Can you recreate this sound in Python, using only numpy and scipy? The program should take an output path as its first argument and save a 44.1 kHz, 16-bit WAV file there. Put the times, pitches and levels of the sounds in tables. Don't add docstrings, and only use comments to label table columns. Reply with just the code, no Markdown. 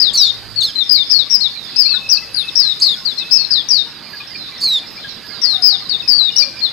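import sys
import numpy as np
from scipy import signal
from scipy.io import wavfile
from scipy.ndimage import uniform_filter1d, map_coordinates

SR = 44100
rng = np.random.default_rng(int(sys.argv[2]) if len(sys.argv) > 2 else 0)


def generate_wav(sig):
    pcm = np.round(np.clip(np.atleast_2d(sig).T, -1, 1) * 32767).astype(np.int16)
    wavfile.write(sys.argv[1], SR, pcm)


def boost(x):
    u = np.asarray(x, float) / 20
    return 10 ** u


N = 296352


def along(points, hz):
    f, v = np.transpose(points)
    return np.interp(np.log(hz + 1), np.log(f + 1), v)


def wobble(rate_hz, size=N):
    knots = rng.standard_normal(int(size * rate_hz / SR) + 4)
    return map_coordinates(knots, [np.arange(size) * rate_hz / SR])


def level(rows):
    return boost(np.interp(np.arange(N) / SR, *np.transpose(rows)))


def rush(spectrum, alike, patchy_db):
    hz, _, z = signal.stft(rng.standard_normal((2, N)), SR, nperseg=1024)
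    field = rng.standard_normal(z.shape[1:])
    field = uniform_filter1d(uniform_filter1d(field, size=8, axis=0), size=5, axis=1)
    patches = boost(patchy_db * field / field.std())
    turn = np.arccos(np.clip(along(alike, hz), -1, 1)) / 2
    colour = boost(along(spectrum, hz)) * np.array([np.cos(turn), np.sin(turn)])
    mid, side = signal.istft(z * colour[..., None] * patches, SR, nperseg=1024)[1][:, :N]
    pair = np.array([mid + side, mid - side])
    return pair / pair.std()


def whistles(calls, trill_hz, trill_depth, scoop, jitter, flutter_db, overtones=(), edge=0.00038,
             lead=0.000964, settled=0.76, calm_s=0.059, wander=0.811, pulse_db=0, scoop_s=.004):
    out = np.zeros(N + SR)
    for call in calls:
        s, hz, db = np.transpose(call)
        t = np.arange(max(s[0] - lead, 0), s[-1], 1 / SR)
        size = len(t)
        age, left = t - t[0], t[-1] - t
        note_hz, note_db = np.interp(t, s, hz), np.interp(t, s, db)
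        onset = np.exp(-(age / scoop_s) ** 2) * (t[0] > .01)
        fresh = settled + np.exp(-age / calm_s)

        rate_hz = trill_hz * (1 + 0.11 * wobble(26, size))
        turn = 2 * np.pi * np.cumsum(rate_hz) / SR - np.pi * (1 + .08 * rng.standard_normal())
        trill = fresh * (1 - onset) * (np.sin(turn) - .25 * np.sin(2 * turn))

        shake = fresh * wobble(299.7, size) + wander * wobble(45.62, size)
        end_drop = 0.056 * np.exp(-left / 0.0042)
        bend = trill_depth * trill + jitter * shake - scoop * onset - end_drop
        phase = 2 * np.pi * np.cumsum(note_hz * (1 + bend)) / SR
        tone = boost(-21 * onset) * np.sin(phase)

        lead_db = 8 * np.exp(-age / .04)
        rasp = .2 + 1.1 * np.exp(-age / .05)
        sung_db = .6 * (db.max() - note_db)
        for multiple, over_db in overtones:
            onset_db = onset * (13 if multiple == 2 else -20)
            unsteady_db = 3 * wobble(70, size)
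            gain_db = over_db + lead_db * (1 + multiple % 1) + onset_db + sung_db + unsteady_db
            tone += boost(gain_db) * np.sin(multiple * phase + rasp * wobble(900, size))

        flutter = fresh * wobble(148.3, size) + 0.16 * trill
        gain = boost(note_db + 4.5 + flutter_db * flutter + pulse_db * (trill - fresh + settled))
        fade = np.clip(np.minimum(2 * age, left) / edge, 0, 1)
        out[round(t[0] * SR):][:size] += tone * gain * fade
    return out[:N]


def falls(rows, hold, sag, ease=1, swell_db=0, fade_db=0):
    u = np.linspace(0, 1, num=16)
    up = (1 - np.clip((u - hold) / (1 - hold), 0, 1) ** ease) ** sag
    shape_db = -swell_db * (1 - u) ** 4 - fade_db * u ** 4
    calls = []
    for s, size, top, end, db in rows:
        hz = end + (top - end) * up
        calls.append(np.transpose([s + size * u, hz, db + shape_db]))
    return calls


def swells(rows, rise, hold, start_db, end_db):
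    shape = [(0, start_db), (rise, 0), (rise + hold, 3), (1, end_db)]
    return [[(s + u * size, hz, db - less) for u, less in shape] for s, size, hz, db in rows]


def rings(events, attack, t60, blur):
    out, t = np.zeros(N + SR), np.arange(SR // 3) / SR
    for s, db, hz in events:
        phase = 2 * np.pi * hz * np.cumsum(1 + blur * wobble(120, len(t))) / SR
        decay = boost(db - 60 * t / t60)
        out[round(s * SR):][:len(t)] += decay * (1 - np.exp(-t / attack)) * np.sin(phase)
    return out[:N]


# frequency in Hz, t60 in seconds.
PORCH_T60 = [(1000, 1), (3500, 0.35), (5500, 0.36), (12000, 0.31)]


def porch(x, wet_db, early=0.0067, count=3):
    out, turn = 0, (np.arange(N) // (SR // 5)) % count
    for k in range(count):
        hz, t, z = signal.stft(rng.standard_normal(SR * 2 // 3), SR, nperseg=256)
        decay = boost(-60 * t / along(PORCH_T60, hz)[:, None])
        tail = signal.istft(z * decay, SR, nperseg=256)[1]
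        tail = tail * (1 + 1.4 * np.exp(-np.arange(len(tail)) / SR / early))
        share = uniform_filter1d((turn == k) * 1., size=900)
        delayed = np.pad(tail, (60, 0)) / np.linalg.norm(tail)
        out = out + signal.fftconvolve(x * share, delayed)[:N]
    return boost(wet_db) * out


# frequency in Hz, density in dB per Hz.
STREET_SPECTRUM = [(35, -17), (88, -11.5), (150, 1.5), (660, -8), (770, -6.5), (1430, -7.5), (1890, -6.5),
                   (4340, -9), (5140, -10), (6000, -47), (7800, -49), (13200, -120)]
# time in seconds, level in dB.
STREET_LEVEL_DB = [(0.0, -41), (0.56, -44), (6.72, -42.5)]
# frequency in Hz, left-right likeness from 0 to 1.
STREET_ALIKE = [(100, 0.76), (500, 0.61), (1500, 0.92), (4000, 0.89), (12000, 0.61)]
# frequency in Hz, density in dB per Hz.
HISS_SPECTRUM = [(4500, -54), (5800, 3.5), (6600, 0.5), (8000, -4.5), (14500, -7), (15600, -36)]
# time in seconds, level in dB.
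HISS_LEVEL_DB = [(0, -50.5), (1.5, -51.5), (3, -49.5), (3.9, -54), (5, -53), (6.72, -51.5)]


def street_and_leaves():
    street = boost(4.5) * level(STREET_LEVEL_DB) * rush(STREET_SPECTRUM, STREET_ALIKE, patchy_db=1.8)
    hiss = level(HISS_LEVEL_DB) * rush(HISS_SPECTRUM, [(8000, 0.78)], patchy_db=2)
    return street + hiss


# frequency in Hz, density in dB per Hz.
RUMBLE_SPECTRUM = [(12, -48), (20, -4), (49, 6), (81, -8), (113, -2), (250, -15), (320, -18), (550, -120)]
# time in seconds, level in dB.
RUMBLE_LEVEL_DB = [(0.0, -46.5), (1.83, -67.5), (6.66, -56), (6.72, -50)]
# time in seconds, level in dB.
MOTOR_LEVEL_DB = [(0, -53), (.45, -40), (.8, -53), (1.8, -51), (2.8, -49), (3.3, -55.5), (6.72, -50)]


def rumble_and_motor():
    rumble = boost([[-22], [4]]) * level(RUMBLE_LEVEL_DB) * rush(RUMBLE_SPECTRUM, [(50, .1)], patchy_db=1.5)
    shaft = 2 * np.pi * np.cumsum(55.3 * (1 + .06 * wobble(12))) / SR
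    firing = np.sin(shaft) * boost(3 * wobble(7))
    octave = np.sin(2 * shaft) * boost(4 + 3 * wobble(9))
    rumble[1] += level(MOTOR_LEVEL_DB) * (firing + octave)
    return rumble


# time in seconds, pitch in Hz, level in dB.
LEFT_QUICK = [
    [(0.0, 5064, -9.5), (0.012, 4990, -15.5), (0.028, 4770, -12), (0.048, 4100, -20), (0.072, 3745, -19.5),
     (0.096, 3530, -20), (0.11, 3220, -33)],
    [(2.092, 5210, -18), (2.1, 5540, -21), (2.108, 5690, -17.5), (2.116, 5310, -13), (2.124, 4960, -10.5),
     (2.166, 4420, -23), (2.178, 4072, -21)],
    [(2.346, 4830, -16.5), (2.354, 4756, -28), (2.37, 4540, -20.5), (2.382, 4140, -21.5),
     (2.408, 3690, -24), (2.428, 3550, -27), (2.436, 3380, -32)],
    [(3.508, 5020, -15.5), (3.52, 5050, -16.5), (3.532, 4640, -16), (3.538, 4780, -16.5), (3.55, 4120, -21),
     (3.578, 3700, -19), (3.618, 3356, -30.5)],
    [(3.688, 5650, -20.5), (3.698, 5770, -27), (3.71, 5300, -11.5), (3.724, 4850, -15.5), (3.76, 4450, -19),
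     (3.792, 3746, -20), (3.828, 3667, -24)],
    [(5.895, 4800, -17), (5.909, 4310, -23.5), (5.917, 4480, -22), (5.925, 3950, -22), (5.945, 3550, -24.5),
     (5.953, 3670, -19.5), (5.963, 3570, -27)],
    [(6.364, 5210, -13), (6.37, 5560, -18), (6.384, 5470, -11.5), (6.402, 4793, -12), (6.428, 4530, -19.5),
     (6.434, 4180, -23), (6.442, 4400, -19)],
]
# time in seconds, pitch in Hz, level in dB.
LEFT_WINDING = [
    [(1.762, 4800, -15), (1.78, 5190, -20.5), (1.803, 5106, -8.5), (1.835, 4450, -22.5), (1.862, 4200, -18),
     (1.885, 4360, -23), (1.904, 4490, -20), (1.974, 3616, -21.5), (1.984, 3640, -28)],
    [(2.556, 5230, -17), (2.578, 5380, -16.5), (2.6, 5097, -10), (2.62, 4700, -20.5), (2.638, 4245, -20),
     (2.694, 3870, -22), (2.726, 3690, -22), (2.734, 3550, -30)],
    [(3.312, 5060, -17), (3.322, 5124, -11.5), (3.35, 5310, -16), (3.368, 5140, -12.5), (3.382, 4593, -21),
     (3.398, 4380, -21), (3.448, 4230, -26), (3.454, 4120, -11)],
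    [(5.418, 5450, -22), (5.428, 5550, -24), (5.442, 5090, -13.5), (5.464, 4413, -18.5), (5.472, 4460, -21),
     (5.526, 4010, -22), (5.56, 3640, -20), (5.574, 3600, -28)],
    [(5.624, 4950, -19), (5.644, 5080, -12.5), (5.67, 5067, -10), (5.71, 4440, -19), (5.722, 4140, -20.5),
     (5.746, 3700, -19), (5.77, 3520, -31)],
    [(6.08, 5100, -14.5), (6.1, 5020, -13), (6.112, 4745, -14.5), (6.13, 4570, -15.5), (6.16, 4526, -17),
     (6.184, 4575, -18), (6.2, 4085, -17), (6.288, 3667, -21.5), (6.298, 3740, -19)],
    [(1.1, 5040, -19), (1.113, 5290, -13), (1.147, 4440, -16.5), (1.169, 4310, -18), (1.183, 4270, -23),
     (1.197, 3990, -16.5), (1.231, 3536, -24.5), (1.239, 3410, -38)],
    [(1.299, 5400, -24.5), (1.313, 5454, -18), (1.351, 5150, -12), (1.357, 5060, -14), (1.365, 4770, -14.5),
     (1.371, 4800, -42)],
]


def left_trilled_calls():
    return whistles([*LEFT_QUICK, *LEFT_WINDING], 128, .032, scoop=.15, jitter=.008, flutter_db=1.5,
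                    overtones=[(2, -47)], edge=.003, lead=.005, settled=.55, calm_s=.04, wander=.5,
                    pulse_db=2.6)


def unseen_flock(rate, db):
    draws = rng.random((int(rate * N / SR), 4))
    starts = (np.arange(len(draws)) + draws[:, 0]) / rate
    calls = []
    for s, (a, b, c) in zip(starts, draws[:, 1:]):
        calls.append([(s, 4800 + 800 * a, db),
                      (s + 0.019, 4550 + 800 * a, db + 8 * c),
                      (s + 0.12 + 0.088 * b, 3400 + 500 * c, db)])
    return whistles(calls, 125.7, 0.02, scoop=0.038, jitter=0.015, flutter_db=1.5)


def wire_ticks():
    spots = rng.random((70, 3))
    events = zip(spots[:, 0] * N / SR, -43 + 7 * spots[:, 1], 900 + 1400 * spots[:, 2])
    return rings(events, 0.0018, 0.14, 0.017)


# time in seconds, pitch of strongest partial in Hz, level in dB.
MIDDLE_CALLS = [
    [(.14, 4600, -18), (.152, 4560, -13), (.17, 4300, -11.5), (.2, 3945, -15), (.278, 3550, -17.5),
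     (.298, 3360, -33), (.308, 3150, -19)],
    [(.615, 4400, -26), (.632, 4350, -16), (.646, 4220, -10.5), (.657, 4100, -16), (.668, 3740, -24),
     (.69, 3380, -26.5), (.712, 3090, -31)],
    [(2.808, 4420, -16), (2.826, 4484, -11.5), (2.852, 4210, -16.5), (2.866, 3890, -27),
     (2.895, 3640, -16.5), (2.914, 3510, -28), (2.952, 3420, -20.5)],
    [(4.612, 4480, -19.5), (4.635, 4530, -17.5), (4.654, 4340, -12.5), (4.7, 3960, -15),
     (4.76, 3650, -13.5), (4.786, 3480, -17.5), (4.796, 3160, -30)],
]
REED_DB = [-31, -29, -46, -36.5, -44]


def middle_bird():
    reed = list(zip(np.arange(3, 8) / 2, REED_DB))
    middle = whistles(MIDDLE_CALLS, 120, .068, scoop=.24, jitter=.007, flutter_db=3, overtones=reed,
                      edge=.007, lead=.009, settled=.15, calm_s=.05, wander=.4, pulse_db=1.8, scoop_s=.006)
    return middle + porch(middle, -10.5)


# time in seconds, pitch in Hz, level in dB.
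LEFT_PLAIN = [
    [(0.176, 6050, -17), (0.182, 5630, -17.5), (0.196, 5645, -18), (0.218, 4784, -12.5), (0.282, 3756, -24),
     (0.312, 3710, -19.5)],
    [(0.563, 4500, -25.5), (0.586, 4390, -19.5), (0.61, 4068, -22), (0.622, 3600, -18), (0.628, 3630, -23),
     (0.638, 3520, -32)],
    [(0.756, 4230, -26), (0.766, 4000, -23), (0.794, 4080, -20), (0.814, 3660, -19.5), (0.828, 3595, -20),
     (0.84, 3420, -31)],
    [(0.896, 5046, -16), (0.928, 4970, -11.5), (0.992, 3730, -21), (1.024, 3600, -19), (1.032, 3430, -27.5),
     (1.038, 3300, -32)],
    [(1.409, 4288, -23), (1.423, 4420, -21), (1.439, 4080, -19.5), (1.459, 3752, -20.5),
     (1.471, 3560, -22.5), (1.485, 3430, -37)],
    [(2.822, 5080, -16), (2.862, 4470, -18.5), (2.896, 3780, -19.5), (2.914, 3752, -22.5),
     (2.926, 3550, -25.5), (2.948, 3520, -32)],
    [(3.054, 4760, -21), (3.086, 4094, -22.5), (3.106, 3930, -30), (3.112, 3600, -34), (3.124, 3540, -29),
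     (3.134, 3520, -31)],
    [(3.178, 4297, -27), (3.194, 4050, -24.5), (3.206, 3850, -28.5), (3.218, 3750, -29), (3.232, 3610, -28),
     (3.238, 3360, -29)],
    [(6.612, 4295, -30), (6.622, 4240, -27.5), (6.636, 4360, -20), (6.652, 4095, -18.5),
     (6.67, 3590, -26.5), (6.694, 3590, -29.5)],
]


def left_plain_calls():
    return whistles(LEFT_PLAIN, 135, .012, scoop=.2, jitter=.009, flutter_db=1.2, overtones=[(2, -47)],
                    edge=.004, lead=.006, settled=.7, wander=.3)


# start in seconds, length in seconds, top in Hz, end in Hz, level in dB.
RIGHT_CALLS = [(.22, 0.22, 5800, 4500, -34), (.63, 0.12, 5430, 4930, -30.5),
               (.825, 0.27, 5350, 3490, -28.5), (1.06, 0.05, 5370, 4750, -28),
               (1.25, 0.13, 5300, 3660, -36), (1.5, 0.23, 4530, 3440, -28.5), (1.62, 0.13, 5340, 3550, -34),
               (1.83, 0.11, 5330, 3400, -25.5), (2.52, .16, 5000, 3430, -29), (2.72, .08, 4900, 4800, -34),
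               (2.96, 0.036, 5350, 5250, -29.5), (3.18, 0.052, 5520, 3710, -26),
               (3.34, 0.1, 5300, 3570, -28), (3.485, 0.14, 5020, 3230, -27.5),
               (3.77, 0.13, 5160, 3770, -52), (4.025, 0.095, 4800, 4150, -38),
               (2.03, 0.065, 5240, 5200, -38), (4.265, 0.24, 5245, 3840, -30.5),
               (4.575, 0.085, 5360, 4660, -25), (5.08, 0.11, 5570, 4760, -36),
               (5.075, 0.05, 4900, 3800, -29), (5.26, 0.19, 5150, 3440, -29.5),
               (5.44, 0.14, 4760, 3690, -29), (5.75, 0.2, 5000, 3635, -27.5),
               (6.226, 0.08, 5150, 3950, -32), (6.31, 0.14, 5240, 3510, -27.5),
               (6.56, 0.18, 5030, 3880, -27)]


def right_birds():
    right = whistles(falls(RIGHT_CALLS, .1, 2.0, swell_db=2.5, fade_db=10.5), 131.2, 0.025, scoop=0.09,
                     jitter=0.0091, flutter_db=2, edge=.005)
    unseen = porch(unseen_flock(24, -42.5), 0.55)
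    return 0.47 * right + porch(right + unseen, -0.74)


# start in seconds, length in seconds, pitch in Hz, peak in dB.
THIN_SQUEAKS = [(.56, .07, 11000, -56), (2.8, .05, 10600, -48), (1.63, .14, 11000, -61),
                (2.33, 0.22, 10580, -39), (3.83, 0.13, 10550, -60), (5.48, 0.27, 11030, -47.5),
                (6.24, 0.094, 10900, -60), (2.1, 0.42, 13200, -60), (3.36, 0.21, 12900, -60),
                (4.09, 0.27, 13100, -56), (4.89, 0.17, 13400, -55), (5.25, 0.081, 13300, -55),
                (6.29, 0.16, 13400, -58)]
# start in seconds, length in seconds, first pitch in Hz, end in Hz, level in dB.
STRAY_COOS = [
    (0.62, 0.021, 2880, 3000, -38.5),
    (6.02, 0.059, 2630, 2520, -43),
    (6.3, 0.11, 2880, 2940, -41.5),
    (5.935, 0.026, 2680, 2650, -45),
]


def thin_notes():
    notes = swells(THIN_SQUEAKS, 0.088, 0.16, start_db=10, end_db=28) + falls(STRAY_COOS, 0.008, 0.94)
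    return whistles(notes, 42.7, 0.0019, scoop=.001, jitter=0.0034, flutter_db=3.0)


# start in seconds, peak in dB, pitch in Hz.
PIP_EVENTS = [(0.9737, -18.5, 2290), (1.5579, -21, 2380), (1.8542, -18.5, 2360), (4.0617, -23, 2390),
              (4.2009, -16, 2410), (4.35, -15, 2390), (4.4114, -41, 2280), (4.5196, -23, 2360),
              (4.6688, -22, 2390), (4.8314, -24, 2390), (4.9741, -18.5, 2370), (6.2911, -21.5, 2420),
              (6.4208, -8, 2400), (6.458, -29, 2430), (6.49, -30, 2390), (6.515, -25, 2410),
              (6.542, -30, 2390), (6.568, -18.5, 2420), (6.59, -26, 2400), (6.612, -33, 2420)]


def pips():
    return rings(PIP_EVENTS, .007, .06, .014)


# start in seconds, peak in dB, pitch in Hz.
PERCH_KNOCKS = [(1.689, -30, 2000), (1.937, -19.5, 1448), (2.149, -31, 1218), (2.219, -25.5, 2010),
                (2.349, -26, 1560), (2.855, -31, 1160), (2.963, -28.5, 1490), (4.132, -19, 1663),
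                (4.198, -27.5, 1194), (4.487, -28.5, 1154), (4.561, -30, 1980), (5.042, -18, 1605),
                (5.443, -25, 1986), (5.526, -29, 1200), (1.262, -31.5, 1164), (1.936, -26, 1740),
                (2.616, -29, 1970), (2.645, -29, 1600), (3.008, -32.5, 1060), (3.578, -27, 1830),
                (4.035, -36, 2100), (4.28, -33, 1620), (4.332, -33, 1870), (4.629, -30, 1133),
                (5.239, -27, 1695), (5.303, -26, 2160), (5.36, -30, 1610), (5.377, -35, 1140),
                (5.815, -31, 1220), (5.855, -29.5, 1060), (5.974, -36, 1040), (6.205, -30, 1146),
                (6.389, -39, 616)]


def perch_knocks():
    return rings(PERCH_KNOCKS, .008, .09, .02)


# start in seconds, length in seconds, top in Hz, end in Hz, level in dB.
FAR_LEFT_CALLS = [
    (1.65, 0.1, 4730, 3870, -42.5),
    (3.24, 0.074, 4850, 4530, -44),
    (4.15, 0.062, 4870, 3460, -42),
    (4.33, 0.13, 4660, 3610, -42),
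    (4.52, 0.061, 4230, 4020, -45),
    (4.69, 0.11, 5180, 4020, -40.5),
    (4.95, 0.087, 4860, 3394, -39),
]


def far_left_birds():
    calls = falls(FAR_LEFT_CALLS, 0.0582, 1.6)
    far = whistles(calls, 143.1, 0.062, scoop=0.041, jitter=0.0174, flutter_db=1.5)
    return boost(17.0) * porch(far + unseen_flock(4.7, -70.0), 0, count=1)


# start in seconds, length in seconds, peak in dB.
TRILL_BEADS = [
    (1.718, 0.12, -43),
    (1.859, 0.15, -33),
    (1.99, 0.18, -34.5),
    (2.152, 0.11, -32.5),
    (2.248, 0.2, -45.5),
    (2.416, 0.13, -35),
    (2.62, 0.27, -53),
    (3.186, 0.16, -37),
    (3.315, 0.23, -39.5),
]


def distant_triller():
    notes = [(s, size, 2590, db) for s, size, db in TRILL_BEADS]
    return whistles(swells(notes, 0.45, 0.045, start_db=3.5, end_db=17), 23.2, 0.01, scoop=0.0071,
                    jitter=0.0042, flutter_db=2.5, pulse_db=2.5)


# start in seconds, length in seconds, top in Hz, end in Hz, level in dB.
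LEFT_CUT = [
    (1.845, 0.0402, 4800, 4400, -17),
    (3.182, .03, 5500, 4700, -27.5),
    (2.481, 0.017, 4000, 3620, -17),
    (5.998, 0.015, 3900, 3700, -17.5),
]


def left_cut_calls():
    return whistles(falls(LEFT_CUT, .3, 1.5, swell_db=4.5, fade_db=8), 135, .01, scoop=.1, jitter=.004,
                    flutter_db=1, lead=.005)


# start in seconds, length in seconds, first pitch in Hz, end in Hz, level in dB.
HEN_CLUCKS = [
    (5.535, 0.13, 765, 670, -43),
    (5.72, 0.072, 770, 710, -46),
    (6.39, 0.13, 623, 508, -45.5),
]


def far_hen():
    return whistles(falls(HEN_CLUCKS, 0.295, 1.11, swell_db=0, fade_db=15), 29, .004, scoop=0.044,
                    jitter=0.0073, flutter_db=3.0, overtones=[(2, -9), (3, -14)], edge=.01)


def scene():
    left = left_cut_calls() + boost(8.5) * (left_trilled_calls() + left_plain_calls())
    left = left + porch(left + far_left_birds(), -6.5)
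    middle = middle_bird()
    right = right_birds()
    small = wire_ticks() + thin_notes() + pips() + perch_knocks() + distant_triller() + far_hen()
    small = small + porch(small, -11, count=2)
    backdrop = boost([[-1.1], [.9]]) * (small + street_and_leaves())
    return np.array([left, right]) + boost([[-2], [-.5]]) * middle + backdrop + rumble_and_motor()


def band_limit(x):
    return signal.sosfilt(signal.butter(12, 15770, fs=SR, output="sos"), x)


def record(dry):
    mix = np.clip(dry, -.99, .99)
    return band_limit(mix)


dry = scene()
out = record(dry)
generate_wav(out)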